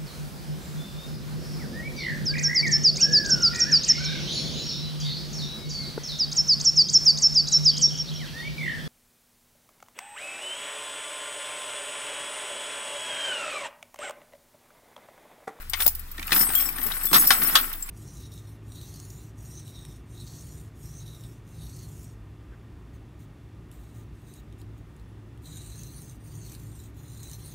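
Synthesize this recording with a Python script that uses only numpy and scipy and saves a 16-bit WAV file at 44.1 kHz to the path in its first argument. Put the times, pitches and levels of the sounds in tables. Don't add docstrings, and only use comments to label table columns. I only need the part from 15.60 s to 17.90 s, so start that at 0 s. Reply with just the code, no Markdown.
import sys
import numpy as np
from scipy import signal
from scipy.fft import rfft, irfft, next_fast_len
from scipy.io import wavfile

SR = 44100
rng = np.random.default_rng(int(sys.argv[2]) if len(sys.argv) > 2 else 0)


def file_out(sig):
    cols = np.atleast_2d(sig).T
    lim = np.clip(cols, -1, 1)
    pcm = np.round(lim * 32767).astype(np.int16)
    wavfile.write(sys.argv[1], SR, pcm)


def decibels_to_gain(level_db):
    exponent = np.asarray(level_db, float) / 20
    return 10 ** exponent


N = 101429
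T = np.arange(N) / SR
TAIL = T[:10000]

# start_s [s], pitch_hz [Hz], level_db [dB], length_s [s]
CARRIED_RINGS = [(0.221, 15420.0, -35, 0.03), (0.264, 10104.0, -36, 0.023), (0.279, 9806.0, -41, 0.026),
                 (0.746, 13974.0, -28, 0.038), (0.763, 5357.0, -39.5, 0.035), (0.79, 5340, -38, .02),
                 (0.807, 5330, -32, .02), (0.77, 11700, -32, .025), (0.792, 8909.0, -30.5, 0.031),
                 (0.795, 14000, -27, 0.049), (0.819, 12184.0, -31.5, 0.041), (0.824, 10358.0, -36.0, 0.029),
                 (0.833, 12911.0, -38.0, 0.07), (0.836, 8291.0, -38, 0.029), (0.856, 7800, -46.0, 0.088),
                 (0.865, 10386, -35, 0.088), (0.871, 8296.0, -35.5, 0.068), (0.958, 3279.0, -38.5, 0.075),
                 (0.944, 7500, -36, .02), (0.952, 14350, -26, .07), (0.952, 12760, -33, .08),
                 (0.955, 13230, -37, .06), (0.96, 13980, -30, .03), (1.06, 5410, -42, .015),
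                 (1.055, 7800, -41, .04), (1.157, 8890, -43, .04), (1.007, 8468.0, -40.5, 0.054),
                 (1.022, 14400, -31.5, 0.107), (1.164, 14388.0, -39.5, 0.043), (1.228, 14398.0, -29, 0.076),
                 (1.373, 8451.0, -43, 0.048)]
# start_s [s], pitch_hz [Hz], level_db [dB], length_s [s]
SWUNG_RINGS = [(1.535, 5453, -30, .03), (1.56, 12950, -28, .02), (1.675, 14020, -26, .03),
               (1.833, 14440, -30, .04), (1.868, 11810, -30, .04), (1.87, 10000, -38, .04),
               (1.451, 12218.0, -33.5, 0.029), (1.486, 8451.0, -38.0, 0.033), (1.579, 6540.0, -36, 0.041),
               (1.47, 3500, -45, .045), (1.579, 12958.0, -25, 0.084), (1.582, 7894.0, -37.0, 0.07),
               (1.585, 8889.0, -30, 0.04), (1.593, 10384.0, -26.5, 0.061), (1.669, 5373.0, -34, 0.025),
               (1.704, 5390, -33.5, 0.036), (1.707, 12900, -27.5, 0.045), (1.71, 8948.0, -31.0, 0.026),
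               (1.727, 6450, -50, 0.061), (1.733, 7855.0, -37, 0.03), (1.739, 10376.0, -37.0, 0.038),
               (1.765, 13962.0, -35, 0.026), (1.863, 8850, -40, 0.033), (1.956, 12699.0, -29, 0.038)]
# start_s [s], peak_db [dB], strongest pitch_hz [Hz], rise_s [s]
KEY_CLINKS = [(0.0184, -33, 13000, .003), (0.0964, -21.5, 14400, .001), (0.2049, -15.5, 15500, .002),
              (0.2279, -17, 15400, .003), (0.2638, -6, 15400, .001), (0.2768, -4, 15400, .001),
              (0.3504, -20.5, 15300, .001), (0.3933, -28, 11800, .0015), (0.5146, -28, 14500, .001),
              (0.6684, -24, 11800, .001), (0.7243, -14, 14400, .002), (0.7765, -9.5, 14300, .003),
              (0.808, -14, 14000, .003), (0.95, -9, 14400, .002), (0.98, -11, 14350, .008),
              (1.007, -15, 14350, .001), (1.088, -22, 12700, .002), (1.214, -27, 12700, .002),
              (1.264, -17, 15500, .003), (1.319, -26, 11800, .001), (1.453, -12, 15200, .003),
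              (1.467, -18, 14100, .002), (1.5303, -9.5, 11800, .001), (1.541, -10, 14850, .003),
              (1.5618, -8.5, 12900, .004), (1.58, -12, 11800, .004), (1.598, -12, 14000, .004),
              (1.617, -11, 14000, .005), (1.671, -4, 14020, .002), (1.686, -17, 14020, .002),
              (1.833, -10, 14400, .002), (1.868, -8, 11800, .008), (1.954, -16.5, 12700, .001),
              (2.128, -20, 14400, .002), (2.224, -21.5, 7560, .0015), (2.2894, -26, 9510, .002)]
# start_s [s], peak_db [dB], pitch_hz [Hz]
TRIM_KNOCKS = [(0.134, -15, 2100), (0.203, -18, 1520), (0.221, -24, 3340), (0.262, -22, 700),
               (0.58, -28.5, 1760), (0.594, -25, 2300), (0.627, -25, 2460), (0.679, -25, 2540),
               (0.707, -24, 1740), (0.728, -16, 2500), (1.9545, -8, 1300), (1.7055, -10, 1050),
               (0.719, -12, 1780), (0.762, -16.5, 1570), (0.81, -24, 2200), (0.891, -26, 2290),
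               (0.934, -28, 2120), (0.951, -27, 3280), (1.001, -27, 2520), (1.088, -25, 2310),
               (1.215, -30, 1990), (1.443, -30, 1800), (1.513, -24, 1170), (2.135, -33, 3290),
               (2.289, -32, 2600), (0.277, -27, 800), (1.184, -25.5, 1520), (1.318, -25.5, 3830),
               (1.53, -11, 1210), (1.542, -9, 3660), (1.557, -11, 1240), (1.705, -6, 1530),
               (1.819, -18.5, 1510), (1.954, -4.5, 3265)]
# time_s [s], shake_db of the keys [dB], rub_db [dB], grip_db [dB]
HAND_MOVES = [(0, -51, -52, -66), (.08, -74, -68, -72), (.19, -40, -48, -68.5), (.22, -27.5, -42.5, -62),
              (.31, -50, -62, -69), (.5, -60, -63, -66), (.7, -43.5, -48.5, -57), (.73, -28, -37, -47),
              (.82, -27.5, -39, -44), (.88, -36.5, -44, -55), (1.02, -32.5, -42.5, -51),
              (1.14, -44, -50, -49.5), (1.26, -38, -43.5, -51), (1.51, -39.5, -51, -58),
              (1.54, -23, -33, -33), (1.68, -31, -41, -44), (1.98, -32, -36.5, -45),
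              (2.2, -49, -57.5, -59.5)]
# start_s [s], peak_db [dB]
HAND_BUMPS = [(0.262, -32), (0.589, -35), (0.721, -31.5), (0.761, -28), (0.806, -26), (0.89, -31.5),
              (1.189, -36.5), (1.257, -35.5), (1.444, -35.5), (1.515, -26), (1.704, -31.5)]
# time_s [s], left_minus_right_db [dB]
BUNCH_LEAN = [
    (.2, 7),
    (.4, 3),
    (.7, 4),
    (1, 4),
    (1.3, 7),
    (1.55, 2.5),
    (1.9, 3),
    (2.3, 2),
]
# pitch_hz [Hz], level_db [dB]
BLADE_MODES = [(5370, -12), (7870, -9), (8455, -9), (8890, -6), (10385, -8), (11540, -7), (11810, -2.5),
               (12220, -6), (12720, -5), (13980, -2), (14380, 0), (14800, -5), (15440, -1.5)]
# pitch_hz [Hz], level_db [dB per Hz]
SCRAPE_COLOUR = [(2500, -17), (5500, -9.5), (7000, -8.5), (11000, -7), (14500, -1), (16000, -3.5)]
# pitch_hz [Hz], level_db [dB per Hz]
RUB_COLOUR = [(550, -9), (1350, 2), (2400, -5), (6500, -20.5)]
# pitch_hz [Hz], level_db [dB per Hz]
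AIR_COLOUR = [(40, -3), (100, -17), (355, -22), (600, -29), (1540, -20), (3000, -27), (6000, -30),
              (16000, -28)]
# pitch_hz [Hz], level_db [dB]
KNOCK_COLOUR = [(750, -10), (1250, 3), (2100, -2), (3700, 1.5), (6000, -6), (12000, -14)]
BODY_COLOUR = [(170, 0), (500, 1.5)]
GROUND_COLOUR = [(45, -6), (110, -3), (150, -14)]
# detune [share of pitch], level_db [dB]
LIKE_KEYS = [(.001, -.1), (.03, -4), (.07, -6)]

RING_T60_S, CHOKE_S, RING_DB = .35, .015, 5
CRACK_S, CRACK_DB, CLINK_T60_S, CLINK_POOL_DB = .007, -14, .05, -17.5
RATTLE_PER_S, RATTLE_T60_S, RATTLE_SPREAD_DB = 1800, .06, 2.5
RATTLE_DB, SCRAPE_DB = 1.5, -6
KNOCK_S, KNOCK_T60_S, HEAVY_S_PER_DB = .004, .007, .0005
KNOCK_NOISE_DB, KNOCK_OWN_DB, TICK_S, TICK_DB = -3, -28, .0015, -9.5
RUB_DB, RUMBLE_HZ, RUMBLE_T60_S, RUMBLE_DB, BUMP_S = 3, 235, .014, 1.35, .011
HUM_HZ, HUM_DB, THROB_HZ, THROB_DB, THROB_FADES_S = 23.6, -40, 68.2, -45.5, .91
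GROUND_DB, AIR_DB = -57.5, -51
WIDE_HZ, CAB_T60_S, CAB_DB = 420, .15, -12.5
TOP_HZ = 15780


def level(x, db):
    return x * decibels_to_gain(db) / np.sqrt(np.mean(x ** 2))


def noise():
    return rng.standard_normal(N)


def colour(x, points):
    hz, db = np.array(points, float).T
    size = next_fast_len(N, True)
    f = np.maximum(np.arange(size // 2 + 1) * SR / size, 1)
    octaves_outside = np.log2(np.maximum(hz[0] / f, 1)) + np.log2(np.maximum(f / hz[-1], 1))
    gain_db = np.interp(np.log(f), np.log(hz), db) - 12 * octaves_outside
    return irfft(rfft(x, size) * decibels_to_gain(gain_db), size)[:N]


def walk(rate):
    lowpass = signal.butter(2, rate / 2, fs=SR, output="sos")
    x = signal.sosfilt(lowpass, rng.standard_normal(2 * N))[N:]
    return x / x.std()


def mode(x, hz, t60):
    pole = np.exp(2j * np.pi * hz / SR - np.log(1000) / (t60 * SR))
    return signal.lfilter([1], [1, -pole], x).imag


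def decay(t, t60):
    return decibels_to_gain(-60 * t / t60)


def add(out, s, x):
    i = max(int(s * SR), 0)
    out[i:i + len(x)] += x[:N - i]


def hand(axis):
    moves = np.array(HAND_MOVES)
    return np.interp(T, moves[:, 0], moves[:, axis])


def rings():
    out, t = np.zeros(N), TAIL
    for start_s, pitch_hz, level_db, length_s in list(CARRIED_RINGS) + list(SWUNG_RINGS):
        turn, beat = rng.random(size=2)
        attack = np.minimum(t / .002, 1)
        choke = np.exp(-np.maximum(t - length_s, 0) / CHOKE_S)
        waver = 1 + .25 * np.sin(2 * np.pi * (30 + 50 * beat) * t)
        tone = np.sin(2 * np.pi * (pitch_hz * t + turn))
        add(out, start_s, decibels_to_gain(level_db + RING_DB) * attack * decay(t, RING_T60_S) * choke * waver * tone)
    return out


def clinks():
    out, t = np.zeros(N), TAIL[:3500]
    hiss = level(colour(noise(), SCRAPE_COLOUR), 0)
    for start_s, peak_db, pitch_hz, rise_s in KEY_CLINKS:
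        crack = hiss[int(start_s * SR):][:len(t)]
        crack = np.pad(crack, (0, len(t) - len(crack))) * np.exp(-t / CRACK_S)
        tone = 0.63 * np.sin(2 * np.pi * pitch_hz * t)
        for mode_hz, mode_db in BLADE_MODES:
            share, detune, phase = rng.standard_normal(3)
            gain = decibels_to_gain(CLINK_POOL_DB + mode_db + 4 * share)
            tone = tone + gain * np.sin(2 * np.pi * mode_hz * (1 + .012 * detune) * t + phase)
        clink = decibels_to_gain(CRACK_DB) * crack + tone * decay(t, CLINK_T60_S)
        add(out, start_s, decibels_to_gain(peak_db) * clink * np.minimum(t / max(rise_s, .0003), 1))
    return out


def rattle():
    touch = (rng.random(N) < RATTLE_PER_S / SR) * decibels_to_gain(RATTLE_SPREAD_DB * rng.exponential(size=N))
    ring = 0
    for mode_hz, mode_db in BLADE_MODES:
        for detune, key_db in LIKE_KEYS:
            share = noise() * (rng.random(N) < .15)
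            hz = min(mode_hz * (1 + detune * rng.standard_normal()), TOP_HZ)
            hit = touch * share / (1 + .02 * touch)
            ring = ring + decibels_to_gain(mode_db + key_db) * mode(hit, hz, RATTLE_T60_S)
    scrape = colour(noise(), SCRAPE_COLOUR) * decibels_to_gain(3.5 * walk(39) + 2.9 * walk(200))
    return (level(ring, RATTLE_DB) + level(scrape, SCRAPE_DB)) * decibels_to_gain(hand(axis=1))


def knocks():
    blow, out, t = np.zeros(N), np.zeros(N), TAIL
    for start_s, peak_db, pitch_hz in TRIM_KNOCKS:
        fade_s = KNOCK_S + HEAVY_S_PER_DB * max(peak_db + 25.5, 0)
        burst = rng.standard_normal(len(t)) * np.exp(-t / fade_s) * np.minimum(t / .00093, 1)
        tick = rng.standard_normal(len(t)) * np.exp(-t / TICK_S)
        own = np.gradient(mode(burst, pitch_hz, KNOCK_T60_S))
        add(blow, start_s, decibels_to_gain(peak_db) * burst)
        add(out, start_s, decibels_to_gain(peak_db + TICK_DB) * tick)
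        add(out, start_s, decibels_to_gain(peak_db) * level(own, KNOCK_OWN_DB))
    return out + decibels_to_gain(KNOCK_NOISE_DB) * colour(blow, KNOCK_COLOUR)


def cloth_rub():
    grain = decibels_to_gain(1.2 * walk(25) + 3 * walk(150))
    return level(colour(noise() * grain, RUB_COLOUR), RUB_DB) * decibels_to_gain(hand(axis=2))


def phone_body():
    grip = decibels_to_gain(hand(axis=3) + 2.65 * walk(36))
    for start_s, peak_db in HAND_BUMPS:
        add(grip, start_s, decibels_to_gain(peak_db - 5) * np.exp(-TAIL / BUMP_S))
    rumble = level(mode(noise(), RUMBLE_HZ, RUMBLE_T60_S), RUMBLE_DB)
    return colour(rumble * grip, BODY_COLOUR)


def hum():
    phase = 2 * np.pi * np.cumsum(THROB_HZ * (1 + .05 * walk(8))) / SR
    throb = np.sin(phase) * decibels_to_gain(THROB_DB + 2.5 * walk(10))
    throb = throb / (1 + (T / THROB_FADES_S) ** 3) * np.clip(T / .13, 0, 1)
    line = decibels_to_gain(HUM_DB + .7 * walk(3)) * np.sin(2 * np.pi * HUM_HZ * T + 1.0)
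    return np.sqrt(2) * (line + throb)


def ground():
    return level(colour(noise(), GROUND_COLOUR) * decibels_to_gain(4 * walk(9) - 3 * T), GROUND_DB)


def outdoor_air():
    return level(colour(noise(), AIR_COLOUR), AIR_DB)


def ports(x, wide_db):
    def path(t60):
        echo = rng.standard_normal(len(TAIL)) * decay(TAIL, t60)
        return signal.fftconvolve(x, level(echo, 0) / np.sqrt(len(TAIL)))[:N]

    swing = 1.54 * walk(11)
    side = np.cos(swing) * path(.0056) + np.sin(swing) * path(.0067) + decibels_to_gain(CAB_DB) * path(CAB_T60_S)
    highpass = signal.butter(1, WIDE_HZ, "high", fs=SR, output="sos")
    side = decibels_to_gain(wide_db) * signal.sosfilt(highpass, side)
    mid = x + decibels_to_gain(CAB_DB) * path(CAB_T60_S)
    return np.array([mid + side, mid - side])


def scene():
    near = ports(rings() + clinks(), 1) + ports(rattle(), 1) + ports(knocks() + cloth_rub(), -1.7)
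    lean_db = np.interp(T, *np.array(BUNCH_LEAN).T)
    near = near * decibels_to_gain(np.array([lean_db, -lean_db]) / 2)
    engine = hum() * decibels_to_gain(np.array([[.6], [-.6]]))
    rumble = np.array([ground(), ground()]) * .4 + ground()
    return near + ports(outdoor_air() + phone_body(), -.92) + engine + rumble


def roll_off(x):
    return signal.sosfilt(signal.butter(12, 16480, fs=SR, output="sos"), x)


def record(dry):
    cut = signal.sosfilt(signal.ellip(8, .2, 60, TOP_HZ, fs=SR, output="sos"), dry)
    mix = np.clip(cut, -1, 1)
    return roll_off(mix)


dry = scene()
out = record(dry)
file_out(out)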